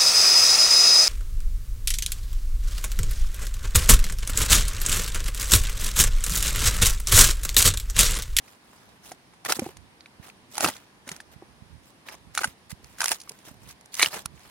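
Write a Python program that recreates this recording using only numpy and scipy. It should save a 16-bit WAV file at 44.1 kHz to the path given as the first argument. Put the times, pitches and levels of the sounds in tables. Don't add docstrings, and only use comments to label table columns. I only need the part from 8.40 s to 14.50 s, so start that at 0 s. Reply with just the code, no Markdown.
import sys
import numpy as np
from scipy import signal
from scipy.fft import rfft, irfft, next_fast_len
from scipy.io import wavfile
from scipy.ndimage import uniform_filter1d

SR = 44100
rng = np.random.default_rng(int(sys.argv[2]) if len(sys.argv) > 2 else 0)


def store_wav(level_fs):
    pcm = np.round(np.clip(np.atleast_2d(level_fs), -1, 1) * 32767)
    wavfile.write(sys.argv[1], SR, pcm.T.astype(np.int16))


N = 269185


def gain_of(db):
    return 10 ** (np.asarray(db) / 20)


def evened(x):
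    return x / np.sqrt(np.mean(x ** 2) + 1e-20)


def read(points, hz):
    f, value = np.transpose(points)
    return np.interp(np.log(hz + 1), np.log(f + 1), value)


def add(mix, s, sound):
    part = mix[round(s * SR):][:len(sound)]
    part += sound[:len(part)]


def coloured(x, points):
    hz = abs(np.fft.fftfreq(4096, 1 / SR))
    log_gain = np.log(gain_of(np.maximum(read(points, hz), -100)))
    taps = np.fft.ifft(np.exp(np.conj(signal.hilbert(log_gain)))).real[:2048]
    taps = taps / np.linalg.norm(taps)
    return signal.oaconvolve(x, taps[None], axes=1)[:, :N]


def wander(count, hz):
    return evened(signal.lfilter(*signal.butter(2, hz, fs=SR), rng.standard_normal((count, N))))


def tearing(grains_per_s=6500., spread_db=4.0, clump_db=2.0, patchy_db=3.0, shared=0.6, peak_at=0.4, swell=1.29):
    # start in seconds, length in seconds,
    # woody (low) level in dB, gritty (high) level in dB.
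    swells = [(0.0, 0.19, -61.5, -58.5), (0.143, 0.53, -60.5, -64), (0.617, 0.14, -54.5, -49),
              (1.052, 0.025, -33.5, -34), (1.077, 0.069, -30.5, -28), (1.144, 0.039, -53, -32.5),
              (1.163, 0.18, -48, -50), (1.806, 0.11, -49.5, -52), (2.091, 0.3, -46.5, -42.5),
              (2.207, 0.064, -33.5, -28.5), (2.253, 0.058, -34.5, -36.5), (2.31, 0.19, -59, -64),
              (2.646, 0.16, -49.5, -52), (2.912, 0.041, -55, -54.5), (3.413, 0.13, -76, -60.5),
              (3.652, 0.08, -44.5, -52), (3.711, 0.052, -44, -47.5), (3.933, 0.086, -53, -45),
              (4.002, 0.029, -35.5, -36), (4.03, 0.11, -55.5, -52), (4.293, 0.039, -54, -40),
              (4.4, 0.29, -62, -60), (4.573, 0.21, -46, -36.5), (4.7, 0.038, -38, -27),
              (4.732, 0.49, -64, -61.5), (5.04, 0.082, -60, -49), (5.197, 0.12, -61, -57),
              (5.27, 0.067, -61, -47.5), (5.512, 0.13, -77, -41.5), (5.572, 0.12, -37.5, -30.5),
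              (5.643, 0.069, -45.5, -49), (5.701, 0.13, -40.5, -40.5), (5.904, 0.44, -56.5, -57)]
    # frequency in Hz, power density in dB per Hz (relative).
    tear_colour = [(120, -14.5), (400, -3.5), (900, -0.5), (4000, -6), (9500, -6.5), (16000, -15)]

    excess = np.minimum(rng.exponential(1, (3, N)), 3.2)
    size = gain_of(spread_db * excess) * rng.standard_normal((3, N))
    grains = size * (rng.random((3, N)) < grains_per_s / SR)
    common = np.array([grains[0], np.roll(grains[0], 3)])
    pair = shared * common + np.sqrt(1 - np.clip(shared, 0, 1) ** 2) * grains[1:]
    sound = coloured(pair * gain_of(clump_db * wander(count=1, hz=123)), tear_colour)

    z = signal.stft(sound, nperseg=256)[2]
    patches = uniform_filter1d(rng.standard_normal(z.shape[:0:-1]), size=5, axis=0)
    patches = evened(uniform_filter1d(patches, size=7, axis=1))
    sound = signal.istft(z * gain_of(patchy_db * patches.T), nperseg=256)[1][:, :N]
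    wood = signal.lfilter(*signal.butter(1, 2200, "low", fs=SR), sound)
    grit = signal.lfilter(*signal.butter(1, 2200, "high", fs=SR), sound)

    level = np.zeros((2, N))
    for s, length, wood_db, grit_db in swells:
        way = np.linspace(0, 1, int(length * SR))
        rise_and_fall = np.interp(way, [0, np.clip(peak_at, 0, 1), 1], [0, 1, 0])
        shape = np.sin(np.pi / 2 * rise_and_fall) ** swell
        add(level[0], s, gain_of(wood_db) * shape)
        add(level[1], s, gain_of(grit_db) * shape)

    crumb_s, crumb_db = .035, -16
    keep = np.exp(-1 / (crumb_s * SR))
    level = level + gain_of(crumb_db) * signal.lfilter([1 - keep], [1, -keep], level)
    return evened(wood) * level[0] + evened(grit) * level[1]


def hush(level_db=-56.5, patchy_db=.8):
    # frequency in Hz, power density in dB per Hz (relative).
    hush_colour = [(18, -24), (30, 2), (48, -9), (210, -0.5), (512, -9), (1040, -7), (1320, -12.5),
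                   (1720, -10.5), (1910, -12), (5040, -18), (7670, -26.5), (9220, -20.5), (16000, -39)]
    # frequency in Hz, likeness (1 same, 0 unrelated, -1 opposite).
    likeness = [(60, 1), (380, 0.67), (2380, -0.26), (15000, 0.25)]

    frames, hz = N // 256 + 5, np.fft.rfftfreq(1024, 1 / SR)
    a, b, c, d, patches = rng.standard_normal((frames, 513, 5)).T
    patches = evened(uniform_filter1d(uniform_filter1d(patches, 12, 0), 14, 1))
    same = np.clip(read(likeness, hz), -1, 1)[:, None]
    left = a + 1j * b
    right = same * left + np.sqrt(1 - same ** 2) * (c + 1j * d)
    z = np.array([left, right])
    z *= gain_of(read(hush_colour, hz)[:, None] + patchy_db * patches)
    return gain_of(level_db) * evened(signal.istft(z, nperseg=1024, noverlap=768)[1][:, :N])


def cracks(shared=0.87, jolt_life=0.26, rise_s=0.0013, creep_db=-25.0, kick=5.5, thin=.55):
    # time in seconds,
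    # ring peak in dB before the last filters, slab pitch in Hz, snap level in dB before its colouring.
    crack_layers = [(0.08, -38, 2400, -48), (0.331, -44.5, 1050, -58), (0.717, -27, 740, -34),
                    (0.936, -43.5, 1310, -56), (1.0496, -28, 785, -16), (1.0605, -19, 1940, -31),
                    (1.0953, -16.5, 1310, -21), (1.122, -12.5, 1400, -4), (1.1941, -21.5, 2320, -15),
                    (1.263, -49, 1800, -35), (1.3689, -38.5, 965, -36), (1.6077, -28.5, 4470, -63),
                    (1.6593, -32.5, 2420, -56), (1.8997, -32.5, 2510, -57), (2.123, -45, 4160, -35),
                    (2.1535, -35, 1350, -25), (2.1694, -34, 830, -26), (2.18, -18.5, 833, -12.5),
                    (2.2065, -20.5, 830, -10), (2.2446, -11.5, 1310, -11), (2.2455, -11.5, 2460, -36),
                    (2.25, -9.5, 2710, -24), (2.2856, -19, 860, -20), (2.299, -27, 2000, -37),
                    (2.3656, -34, 2300, -35), (2.6768, -33, 1520, -31), (2.6905, -26, 2110, -25),
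                    (2.7159, -24, 1850, -25.5), (2.7645, -55, 1850, -19), (2.8026, -28.5, 1780, -41),
                    (3.687, -23.5, 2290, -43), (3.9503, -28, 1370, -20), (3.96, -38, 1430, -34),
                    (3.9758, -11, 1450, -16), (3.981, -16, 4170, -40), (3.99, -15.5, 1380, -33),
                    (4.0182, -21, 1460, -30), (4.034, -17, 1450, -25), (4.043, -9, 1483, -21),
                    (4.0545, -30, 1400, -42), (4.0739, -31, 1960, -34.5), (4.3155, -31, 2000, -29),
                    (4.4442, -48.5, 1160, -26.5), (4.5846, -36, 1490, -33), (4.6051, -15.5, 1580, -15.5),
                    (4.6161, -11.5, 1530, -20), (4.6318, -19, 1230, -36), (4.642, -19, 1410, -5),
                    (4.658, -20, 1960, -8), (4.682, -25, 2020, -0.5), (4.6907, -22, 2750, -13),
                    (4.7164, -14.5, 856, -5.5), (4.7446, -28, 4360, -26), (4.8015, -31, 5100, -34),
                    (4.8146, -30, 4700, -37), (4.835, -47, 4700, -36), (4.875, -40, 1190, -58),
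                    (4.8937, -28.5, 4260, -20), (4.9183, -45, 640, -29), (4.988, -45, 4020, -39),
                    (5.31, -32, 4630, -39), (5.411, -56, 1100, -32), (5.459, -60.5, 906, -24),
                    (5.5416, -28, 4640, -20), (5.5516, -30, 4880, -18), (5.5678, -32, 2130, -27),
                    (5.5957, -9, 2220, -19.5), (5.6055, -12, 2020, -42), (5.616, -9.5, 2170, -30),
                    (5.6244, -43, 2120, 11), (5.628, -1.5, 2310, -9.5), (5.6295, -4.5, 3780, -29),
                    (5.634, -5, 4000, -29), (5.6458, -12, 2140, -36), (5.66, -9, 2870, -31.5),
                    (5.7844, -39, 900, -32), (5.8578, -26.5, 1340, -14)]
    # ratio to the slab pitch, strength in dB.
    slab_modes = [(1.011, -5), (0.57, -16.5), (1.287, -17.5), (1.66, -14), (2.75, -17)]
    # frequency in Hz, power density in dB per Hz (relative).
    snap_colour = [(290, -49), (500, -8), (1360, -2.5), (3490, -3.5), (6610, 2), (7980, -5.5), (9630, 3.5),
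                   (16000, -23)]

    break_t60_s, woody_stretch, woody_top_db = 0.022, 0.55, 14
    cycles, damped = 30., .17
    lead, lag_s, creep_s = 400, .00007, .0025
    t = np.arange(2600) / SR
    from_break = t - lead / SR
    after = np.maximum(from_break, 0)
    rise = 1 - np.exp(-after / rise_s)
    creep = gain_of(creep_db) * np.exp(-abs(from_break) / creep_s)
    ring, snap = np.zeros((2, 2, N))
    other = np.sqrt(1 - np.clip(shared, 0, 1) ** 2)

    for s, ring_db, hz, snap_db in crack_layers:
        t60 = break_t60_s * gain_of(woody_stretch * min(ring_db - snap_db, woody_top_db))
        ring_t60 = cycles * gain_of(damped * ring_db) / hz
        noise = rng.standard_normal((4, len(t)))
        lag = lag_s * rng.standard_normal()
        detune = np.r_[1, rng.uniform(0.923, 1.167, 9)]
        modes = np.zeros(len(t))
        for (ratio, db), d in zip(slab_modes, detune):
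            fade = gain_of(db - 60 * t * np.sqrt(ratio) / ring_t60)
            modes += fade * np.sin(2 * np.pi * hz * ratio * d * t)

        jolt = noise[0] * (rise * gain_of(-60 * after / (jolt_life * t60)) + creep)
        jolt[lead] += kick
        thinner = signal.butter(2, thin * hz, "high", fs=SR)
        body = signal.lfilter(*thinner, signal.fftconvolve(jolt, modes)[:len(t)])
        noise = signal.lfilter(*thinner, noise)
        fall = rise * gain_of(-60 * after / t60) + creep
        for port in range(2):
            at = s - lead / SR + lag * (port - .5)
            hiss = shared * noise[1] + other * noise[2 + port]
            add(ring[port], at, gain_of(ring_db) * body / abs(body).max())
            add(snap[port], at, gain_of(snap_db) * fall * hiss)

    radiated = signal.sosfilt(signal.butter(2, [650, 6000], "band", fs=SR, output="sos"), ring)
    return radiated + coloured(snap, snap_colour)


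def wind(lumpy_db=4.0, left_db=-20.0, low_hz=60, high_hz=150, puff_s=0.0018):
    # time in seconds, level in dB.
    breeze = [(0, -93), (.56, -60), (1.0, -71), (1.45, -49), (1.65, -78), (2.07, -61), (2.5, -72),
              (3.35, -50.5), (3.6, -75), (3.9, -50.5), (4.2, -65), (4.45, -49.5), (4.8, -79), (5.27, -50.5),
              (5.52, -81), (5.86, -49), (6.1, -55)]
    # time in seconds (just ahead of the peak), peak in dB.
    air_puffs = [(1.796, -30.5), (2.961, -33), (3.22, -32.5), (3.304, -38.5), (3.869, -36.5), (4.075, -29),
                 (4.326, -23.5), (5.071, -42), (5.111, -35), (5.669, -34), (5.855, -28), (5.938, -36)]

    s, db = np.transpose(breeze)
    band = signal.butter(2, [low_hz, high_hz], "band", fs=SR, output="sos")
    rumble = signal.sosfilt(band, rng.standard_normal((2, N)))
    out = evened(evened(rumble) * gain_of(lumpy_db * wander(count=2, hz=7.3)))
    out = out * gain_of(np.interp(np.arange(N) / SR, s, db) + [[left_db], [0]])
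    u = (np.arange(800) - 400) / SR / puff_s
    swing = (1 - u ** 2) * np.exp(-u ** 2 / 2)
    for s, db in air_puffs:
        add(out[1], s - 250 / SR, -gain_of(db) * swing)
    return out


def thuds(upper_db=-6.5, lower_db=-9.5, sag=0.035, rough_db=-20.0):
    # start in seconds, main tone's level in dB
    # before it rises and fades, pitch in Hz.
    knocks = [(0.714, -38.5, 326), (1.092, -30, 314), (1.107, -21, 616), (1.166, -34, 228),
              (1.19, -17, 340), (1.22, -20, 229), (1.263, -23, 338), (1.289, -33.5, 390), (2.206, -18, 654),
              (2.244, -16, 313), (2.255, -25.5, 164), (2.283, -25, 262), (2.672, -37, 242),
              (2.713, -34.5, 168), (3.022, -33, 344), (4.055, -34.5, 245), (4.909, -38, 434),
              (5.075, -40, 317), (5.11, -45, 260), (5.629, -27, 320), (5.764, -37, 200)]

    t, out = np.arange(5000) / SR, np.zeros(N)
    upper, lower = 2.3, .45
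    for s, db, hz in knocks:
        t60 = 11.8 / hz
        turns = hz * (t + sag * 0.0016 * (1 - np.exp(-t / 0.00051)))
        modes = np.sin(2 * np.pi * turns)
        modes = modes + gain_of(upper_db) * np.sin(2 * np.pi * (upper * turns + rng.random()))
        modes = modes + gain_of(lower_db) * np.sin(2 * np.pi * lower * turns)
        band = signal.butter(2, [hz, 4 * hz], "band", fs=SR)
        rattle = signal.lfilter(*band, rng.standard_normal(len(t)))
        shape = gain_of(db - 60 * t / t60) * (1 - np.exp(-t / 0.00068))
        add(out, s, -shape * (modes + gain_of(rough_db) * evened(rattle)))
    return signal.lfilter(*signal.butter(2, 110, "high", fs=SR), out)


def scene():
    return tearing() + hush() + cracks() + wind() + thuds()


def record(dry):
    # frequency in Hz, left minus right in dB.
    port_tilt = [(60, -8), (120, 6), (240, -2.0), (480, -2), (950, -1.5), (1890, 1), (3770, -2), (7520, -5),
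                 (15000, 0)]

    size = next_fast_len(N)
    tilt = read(port_tilt, np.fft.rfftfreq(size, 1 / SR))
    x = irfft(rfft(dry, size) * gain_of([tilt / 2, -tilt / 2]), size)[:, :N]
    x = signal.sosfilt(signal.butter(3, 50, "high", fs=SR, output="sos"), x)
    x = np.clip(x, -1, 1)
    treble_cut = signal.firwin(511, 16200, window=("kaiser", 9), fs=SR)
    return signal.oaconvolve(x, treble_cut[None], "same")


dry = scene()
out = record(dry)
store_wav(out)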